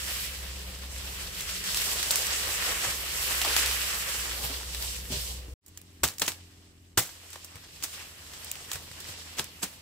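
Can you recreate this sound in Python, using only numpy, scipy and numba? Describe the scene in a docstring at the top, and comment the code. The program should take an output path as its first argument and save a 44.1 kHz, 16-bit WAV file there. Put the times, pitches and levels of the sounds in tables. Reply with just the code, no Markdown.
"""Dry leaves rustle as a stalk is pulled down through a cane field, over a far engine's hum, a faint
tone and a low rumble. The leaves hiss as they slide, tick as they crease and snap as they break;
stalks bump dully against the ground or each other. After a short silence comes a second scene:
a blade chops stalks close by, each blow a crack, a crunch of tearing fibres and a thud."""
import sys
import numpy as np
from scipy import signal
from scipy.fft import rfft, irfft, next_fast_len
from scipy.io import wavfile
from scipy.ndimage import uniform_filter1d
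from numba import njit

SR = 44100
rng = np.random.default_rng(int(sys.argv[2]) if len(sys.argv) > 2 else 0)


def store_wav(level_fs):
    """Save 16-bit WAV to argv[1]."""
    pcm = np.round(np.clip(np.atleast_2d(level_fs), -1, 1) * 32767)
    wavfile.write(sys.argv[1], SR, pcm.T.astype(np.int16))


N = 432621
T = np.arange(N) / SR
FIRST_END_S, SECOND_START_S = 5.540, 5.605
FIRST_SCENE = T < FIRST_END_S


def undb(db):
    """Turn decibels into a plain multiplier."""
    return 10 ** (np.asarray(db) / 20)


def level(x, db):
    """Set a sound's average (rms) level."""
    return x * undb(db) / np.sqrt(np.mean(x ** 2))


def curves(*tables):
    """Join timed rows with straight lines: one curve for each column after the time."""
    s, *columns = np.transpose(np.vstack(tables))
    return [np.interp(T, s, c) for c in columns]


def colour(x, points):
    """Turn pitches up or down along a line of (f/Hz, gain/dB) points."""
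    hz, db = np.transpose(points)
    size = next_fast_len(N)
    f = np.maximum(np.arange(size // 2 + 1) * SR / size, 1)
    gain = undb(np.interp(np.log(f), np.log(hz), db))
    return irfft(rfft(x, size) * gain, size)[..., :N]


def band(x, lo, hi):
    """Keep the pitches from lo to hi Hz, with soft edges."""
    return colour(x, [(lo / 1.6, -40), (lo, -3), (lo * 1.15, 0),
                      (hi / 1.15, 0), (hi, -3), (hi * 1.6, -40)])


def wander(per_s):
    """A smooth random wobble, heading for a new value per_s times a second."""
    k = int(SR / per_s)
    steps = np.repeat(rng.standard_normal(N // k + 1), k)
    return uniform_filter1d(uniform_filter1d(steps, k), k)[:N]


def wide_noise():
    """Noise nearly the same left and right in the bass, unrelated in the treble."""
    mid, side = rng.standard_normal((2, N))
    side = colour(side, [(30, -21.5), (250, -7.5), (1000, 1), (4000, .5)])
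    return mid + side * np.array([[1], [-1]])


@njit
def rings(n, s, hz, t60, left, right, lag):
    """Tones that start at times s and fade 60 dB in t60 seconds; the left is lag samples later."""
    out = np.zeros((2, n + 64))
    for g in range(len(s)):
        step = np.exp(complex(-np.log(1000) / (t60[g] * SR), 2 * np.pi * hz[g] / SR))
        tone, start = step, int(s[g] * SR) + 24
        for j in range(start, min(start + int(t60[g] * SR), n)):
            out[0, j + int(lag[g])] += left[g] * tone.imag
            out[1, j] += right[g] * tone.imag
            tone *= step
    return out[:, 24:n + 24]


def fibre_ticks(s, hz, cycles, db, pan_db, lag):
    """Tiny cracks of dry fibre, a few cycles long, of equal energy whatever the pitch."""
    size = undb(db) * np.sqrt(hz / 4000)
    left, right = size * undb(pan_db / 2), size * undb(-pan_db / 2)
    return rings(N, *map(np.ravel, (s, hz, cycles / hz, left, right, np.clip(lag, -20, 20))))


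def swells(s, db, rise_db_s, fall_db_s):
    """Total power of movements that each rise to a peak and fall away."""
    coarse_t = T[::64]
    late = coarse_t[:, None] - s
    swell_db = db + np.where(late < 0, rise_db_s * late, -fall_db_s * late)
    return np.interp(T, coarse_t, undb(2 * swell_db).sum(axis=1))


# A stalk dragged through leaves: t/s, level/dB, stem scrape gain/dB, leaf slap gain/dB, hiss gain/dB
STALK_DRAG = [(0.0, -39.5, -15, -5.5, -3.5), (0.25, -41, -17, -6.5, -2), (0.4, -47, -10.5, -6, -4),
              (0.88, -47.5, -10, -7.5, -7), (1.0, -45, -8, -3.5, -3.5), (1.59, -43.5, -16.5, -5.5, -4.5),
              (1.8, -35, -12.5, -6.5, -3), (2.43, -34.5, -13.5, -5.5, -4.5), (2.65, -34.5, -10.5, -2, -4.5),
              (3.0, -40, -9, -4.5, -3), (3.22, -34.5, -13, -4.5, -2.5), (3.5, -34, -11, -2.5, -3.5),
              (4.3, -38, -12, -3.5, -3.5), (4.5, -44.5, -5.5, -8.5, -3.5), (4.68, -46.5, -12, -8.5, -5),
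              (4.9, -40.5, -15.5, -14, -5), (5.09, -55, -15, -8, -2), (5.13, -42.5, -13.5, -12, -5.5),
              (5.31, -43.5, -16, -14, -4), (5.53, -77, -2, -2.5, -8)]
# Leaves handled between blows: t/s, level/dB, hiss gain/dB
LEAF_HANDLING = [(5.62, -69.5, -5), (5.78, -64.5, -8), (5.92, -64, -6), (6.4, -60, -7.5), (6.95, -70.5, -9),
                 (7.1, -54.5, -7), (7.7, -55, -7), (7.9, -50.5, -4.5), (8.15, -53, -6.5), (8.5, -47.5, -6),
                 (8.85, -52.5, -6), (9.05, -47.5, -7), (9.17, -51, -8), (9.32, -49.5, -9), (9.6, -55, -6),
                 (9.81, -59.5, -4)]
# Single sweeps of a long leaf: peak t/s, level/dB, fall/(dB per s)
LEAF_SWISHES = [(.09, -39.5, 43), (1.4, -42, 202), (1.5, -36, 126), (1.67, -35.5, 70), (1.77, -43, 150),
                (2.125, -35.5, 300), (2.17, -34.5, 98), (2.31, -37.5, 82), (2.67, -40, 82), (2.85, -36, 80),
                (3.57, -31.5, 92), (4.44, -37.5, 47), (4.75, -41.5, 100), (4.825, -37.5, 53),
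                (5.132, -34.5, 72), (7.34, -50.5, 90), (7.94, -44, 200), (8.0, -51, 152),
                (8.336, -49.5, 150), (8.74, -42, 200), (9.09, -47.5, 104), (9.731, -51.5, 202)]
def leaf_motion():
    """How hard the leaves move: dragging or handling, single swishes and a shake after each chop."""
    drag_db, stem_db, slap_db, hiss_db = curves(STALK_DRAG)
    hand_db, hand_hiss_db = curves(LEAF_HANDLING)
    swish_s, swish_db, fall_db_s = np.transpose(LEAF_SWISHES)
    chop_s, chop_db, _, _, bite_s, *_ = np.transpose(BLADE_BLOWS)
    power = undb(2 * np.where(FIRST_SCENE, drag_db, hand_db))
    power += swells(swish_s, swish_db, rise_db_s=299, fall_db_s=fall_db_s)
    power += swells(chop_s + bite_s, chop_db - 31, rise_db_s=3000, fall_db_s=207)
    return (10 * np.log10(power), np.where(FIRST_SCENE, stem_db, -9),
            np.where(FIRST_SCENE, slap_db, -5), np.where(FIRST_SCENE, hiss_db, hand_hiss_db))


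# The tone colour of the rustle as heard, with the microphone's peak near 8 kHz: f/Hz, gain/dB
RUSTLE_COLOUR = [(150, -27), (300, -22), (500, -15.5), (900, -17.5), (1500, -14.5), (2800, -3.5),
                 (4500, -2), (6500, -5.5), (7900, -1.5), (9200, -8.5), (14800, -7), (16000, -20)]
def rustle(count=60000):
    """Long leaves hiss past each other while their edges tick from all sides; big ticks are rare."""
    when, pitch, size, length = rng.random((count, 4)).T
    pan, lag = rng.standard_normal((count, 2)).T
    ticks = fibre_ticks(when * N / SR, hz=200 + 15800 * pitch ** 1.462, cycles=9 * (.5 + length),
                        db=-1.5 * np.log(size + 1e-9), pan_db=3 * pan, lag=-3 + 6 * lag)
    ticks *= undb(2.5 * wander(70))  # a creasing leaf ticks in short clumps
    leaves = colour(level(ticks, -4) + level(wide_noise(), 0), RUSTLE_COLOUR)
    motion_db, stem_db, slap_db, hiss_db = leaf_motion()
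    # Each band flickers on its own: low f/Hz, high f/Hz, gain/dB
    bands = [(250, 1100, stem_db), (1100, 1900, slap_db - 3), (1900, 3000, .56 * slap_db - 3),
             (3000, 5500, -3), (5500, 9300, -3), (9300, 17000, hiss_db)]
    return sum(level(band(leaves, lo, hi), 0) * undb(motion_db + db + 2 * wander(30))
               for lo, hi, db in bands)


# The far engine in each scene: t/s, firing f/Hz, level/dB
ENGINE_FIRST = [(0.0, 65.05, -44), (0.95, 64.96, -41), (1.28, 64.5, -51), (2.3, 65.4, -49.5),
                (3.0, 64.4, -47.5), (3.75, 62.6, -45), (3.95, 61.9, -52), (4.34, 61.26, -44),
                (4.9, 61.63, -40), (5.53, 61.8, -42.5)]
ENGINE_SECOND = [(5.62, 87.5, -59), (6.4, 86.7, -54), (7.05, 86.55, -61), (7.6, 84, -60),
                 (8.1, 81.75, -62.5), (9, 80.2, -57.5), (9.81, 79.1, -61)]
# Its tones in each scene: multiple of the firing rate, gain/dB
TONES_FIRST = [(1, 0.5), (2, -23.5), (8, -23.5)]
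TONES_SECOND = [(1, 0), (2, -12.5), (2.5, -21.5), (3, -15), (3.5, -12), (4, -20.5), (4.5, -16)]
def engine():
    """A far engine's firing makes a hum and overtones, each wavering with the air in between."""
    hz, db = curves(ENGINE_FIRST, ENGINE_SECOND)
    phase = 2 * np.pi * np.cumsum(hz * (1 + .01014 * wander(20))) / SR
    first, second = (sum(undb(gain + 1.6 * wander(10)) * np.sin(k * phase + k) for k, gain in tones)
                     for tones in (TONES_FIRST, TONES_SECOND))
    return np.sqrt(2) * undb(db + 1.5 * wander(3)) * np.where(FIRST_SCENE, first, second)


# A faint low tone: t/s, f/Hz, level/dB
FAINT_TONE = [(0, 187, -59.5), (.5, 186, -59.5), (1.7, 184, -57), (2, 182, -79)]
def faint_tone():
    """One fluttering tone that all but vanishes after two seconds."""
    hz, db = curves(FAINT_TONE)
    return undb(db + 4.2 * wander(21)) * np.sin(2 * np.pi * np.cumsum(hz) / SR)


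# The tone colour of the fields' rumble in each scene: f/Hz, gain/dB
RUMBLE_FIRST = [(20, -33), (32, -19), (42, 2.5), (75, -2.5), (120, -9.5), (190, -10.5), (260, -19.5),
                (500, -17), (900, -38)]
RUMBLE_SECOND = [(15, -37), (25, -8), (61, 0.5), (89, 1), (133, -2), (209, -8), (305, -10.5), (648, -22),
                 (3340, -39), (7700, -49), (15500, -47)]
def rumble():
    """A low roar from afar that gently rises and falls."""
    air = wide_noise()
    first, second = level(colour(air, RUMBLE_FIRST), -48), level(colour(air, RUMBLE_SECOND), -59)
    return np.where(FIRST_SCENE, first, second) * undb(2 * wander(3.88))


# The tones in one sharp crack: multiple of its pitch, gain/dB
CRACK_TONES = [(.45, -2.5), (0.701, -19), (1, 3), (1.5, -4.5), (2.2, -3)]
def cracks(columns, pan_db, hold_s, swell_s, count):
    """Sharp cracks, each in a crunch of count tearing fibres that swells, holds and dies away."""
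    s, db, hz, crunch_db, t60, tilt = np.array(columns)[:, :, None]
    when, pitch, size, delay = np.moveaxis(rng.random((len(s), count, 4)), -1, 0)
    scatter = rng.standard_normal((len(s), count))
    span = swell_s + hold_s + 1.5 * t60
    late = when ** 2 * span - swell_s
    dying_s = np.maximum(late - hold_s, 0)
    rise_db = 20 * np.minimum(late, 0) / swell_s
    fall_db = np.maximum(-60 * dying_s / t60, -9 - 20 * dying_s / t60)  # fast, then a faint lingering tail
    # Fibres break more and more seldom, so each late one carries more of the sound.
    sparse_db = 10 * np.log10((when + .03) * span / count * 2500)
    fibre_hz = 300 + 15700 * pitch ** 1.443
    # The struck body favours fibres near its own pitch, most while the blow lasts.
    body_db = 5.5 * np.exp(-(np.log2(fibre_hz / hz) / .3) ** 2 - dying_s / .018)
    fibre_db = db + crunch_db + rise_db + fall_db + sparse_db + body_db
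    fibre_db += tilt * np.log2(fibre_hz / 4000) - np.log(size + 1e-9)
    crunch = fibre_ticks(s + late, fibre_hz, 12.6, fibre_db, pan_db, lag=-2.2 + 3.3 * scatter)
    multiple, gain_db = np.transpose(CRACK_TONES)
    tones = len(multiple)
    tone_s = s + .0014 * delay[:, :tones]  # the break runs through in about a millisecond
    tone_hz = np.minimum(hz * multiple, 15000)
    tone_db = db + gain_db + tilt * np.log2(multiple) - 3.5
    crack = fibre_ticks(tone_s, tone_hz, 9.6, tone_db, pan_db, lag=-2.2 + scatter[:, :tones])
    return colour(crack + crunch, [(60, -25.5), (300, -3), (2000, -1.5), (6500, 1),
                                   (7900, 3), (9500, -3), (16000, -2.5)])


# Sharp cracks of leaves and stalks, including a second knock inside two blade blows:
# t/s, crack level/dB, crack f/Hz, crunch gain/dB
SHARP_SNAPS = [(1.407, -24, 4160, -3.5), (1.491, -19, 2480, -19), (1.64, -20, 5000, -12),
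               (1.746, -15, 4100, -10), (1.772, -15, 5020, -6.5), (1.842, -18, 7400, -13),
               (1.93, -20, 4990, -12), (1.998, -19, 2200, -4.5), (2.029, -13.5, 4040, -6),
               (2.108, -4.5, 4940, -16), (2.111, -11.5, 7860, -8), (2.144, -20, 1500, -9),
               (2.157, -9.5, 5700, -8), (2.268, -17, 5000, -7), (2.85, -15, 1660, -12),
               (3.416, -12.5, 2930, -5.5), (3.448, -15.5, 1700, 0), (3.46, -23, 1300, 0.5),
               (3.565, -4, 3040, -8.5), (3.66, -14, 4000, -5.5), (3.712, -14.5, 2500, -6.5),
               (4.747, -21, 3970, -9), (4.824, -19, 4485, -8), (5.12, -27, 3260, -0.5),
               (5.663, -40, 9400, -4), (5.682, -41.5, 9000, -6.5), (5.774, -27, 7100, -9),
               (5.815, -36.5, 8050, -10.5), (6.041, -7, 1300, -11.5), (6.078, -19, 7360, -10.5),
               (6.086, -18.5, 4200, -12), (6.137, -37, 7400, -13), (6.183, -24, 6000, -8.5),
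               (6.197, -24, 7500, -2), (6.264, -23, 6100, -6), (6.319, -24, 3200, -7),
               (6.978, -4, 1708, -22.5), (7.092, -30, 1500, -12), (7.304, -32, 7900, -14),
               (7.331, -31.5, 4000, -1.5), (7.358, -24.5, 1130, -7), (7.446, -28, 5830, -7),
               (7.556, -31.5, 2070, -3), (7.825, -22, 3050, -9), (8.336, -30, 2813, -4),
               (8.446, -27, 10100, -11.5), (8.515, -15.5, 8120, -13.5), (8.555, -28, 3015, -6),
               (8.716, -15, 3050, -7.5), (8.732, -25.5, 3810, 0.5), (8.756, -22, 1590, -3.5),
               (8.914, -27.5, 2000, -7.5), (9.003, -32, 7050, -4), (9.385, -17, 2900, -17),
               (9.443, -26, 7270, -11)]
def snaps():
    """Leaves and stalks crack sharply, with little bass."""
    s, db, hz, crunch_db = np.transpose(SHARP_SNAPS)
    t60 = .05 * 2 ** (crunch_db / 13)  # a weaker crunch ends sooner
    tilt = 3 * np.log2(hz / 2280)  # thin leaves snap higher and brighter
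    breaks = cracks([s, db, hz, crunch_db, t60, tilt], pan_db=0, hold_s=0, swell_s=.00088, count=300)
    return colour(breaks, [(250, -13.5), (900, -2), (16000, 2)])


# How stalk and soil ring: multiple of the thud's pitch, gain/dB, fade time/s
THUD_TONES = [(1, 3, 0.11), (1.5, -6, 0.17), (2.7, -10.5, 0.04), (3.4, -12.5, 0.038), (4.9, -10, 0.064)]
def thuds(s, db, hz):
    """Stalk and soil ring dully after a blow."""
    multiple, gain_db, t60 = np.transpose(THUD_TONES)
    size = undb(db[:, None] + gain_db).ravel()
    starts, pitches = np.repeat(s, len(multiple)), np.outer(hz, multiple).ravel()
    ringing = rings(N, starts, pitches, np.tile(t60, len(s)), size, size, np.zeros_like(size))
    return colour(ringing, [(30, -43), (60, 0), (700, 5.5), (1500, -26)])


# Soft knocks of a stalk: t/s, level/dB, f/Hz
STALK_BUMPS = [(1.489, -51, 127), (2.871, -40, 111.4), (4.442, -41, 124), (4.501, -44.5, 272),
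               (5.104, -39, 251), (5.122, -36.5, 122), (5.14, -43.5, 400), (5.17, -38, 88.5),
               (5.484, -40, 60.8), (6.035, -35, 150), (7.557, -45.5, 99), (8.753, -43.5, 92.6),
               (8.913, -48, 103), (9.092, -44.5, 101)]
def bumps():
    """A stalk bumps the ground or its neighbours."""
    return thuds(*np.transpose(STALK_BUMPS))


# Blows of the blade: t/s, crack level/dB, crack f/Hz, crunch gain/dB, bite/s, swell/s,
# thud gain/dB, thud f/Hz, treble tilt/(dB per octave)
BLADE_BLOWS = [(6.034, -10, 1330, -2, 0.0084, 0.001, -19.5, 71.4, 1),
               (6.219, -6, 4170, -9, 0.0024, 0.0053, -38, 180, 0.5),
               (6.28, -9.5, 2920, -7.5, 0.0025, 0.0047, -37, 119, 2),
               (6.975, -9.5, 1460, -2.5, .013, 0.0021, -20, 112, 2),
               (7.839, -17.5, 6100, -4, 0.0034, 0.014, -45, 202, 2.5),
               (9.395, -11.5, 3500, -7, 0.0016, 0.025, -31.5, 143.6, 0),
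               (9.63, -15, 8000, -6, 0.0085, 0.011, -25.5, 189, 1)]
def chops():
    """The blade sweeps in and bites for a few milliseconds while fibres part; a thud follows."""
    s, db, hz, crunch_db, bite_s, swell_s, thud_db, thud_hz, tilt = np.transpose(BLADE_BLOWS)
    t60 = .05 + 5 * bite_s  # a deeper bite crunches on for longer
    bites = cracks([s, db, hz, crunch_db, t60, tilt], pan_db=1,
                   hold_s=bite_s[:, None], swell_s=swell_s[:, None], count=1800)
    return bites + thuds(s + .0027, db + thud_db, thud_hz)


def scene():
    """The work in the cane, over the sounds from afar."""
    return rustle() + chops() + snaps() + bumps() + engine() + faint_tone() + rumble()


# How much louder the left microphone is than the right: f/Hz, gain/dB
LEFT_OVER_RIGHT = [(30, 1), (500, 1), (2000, 1), (4000, -1), (8000, -2), (16000, -5)]
def record(dry):
    """Each side gets its own tone colour, a silence parts the scenes and the highest treble is cut."""
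    stereo = np.array([colour(side, [(hz, sign * db / 2) for hz, db in LEFT_OVER_RIGHT])
                       for side, sign in zip(dry, (1, -1))])
    sudden_stop = np.clip((FIRST_END_S - T) / .004, 0, 1)
    fade_in = np.clip((T - SECOND_START_S) / .076, 0, 1) ** 2
    treble_cut = signal.ellip(10, .2, 70, 15700, fs=SR, output="sos")
    return signal.sosfilt(treble_cut, stereo * np.where(FIRST_SCENE, sudden_stop, fade_in))


dry = scene()
out = record(dry)
store_wav(out)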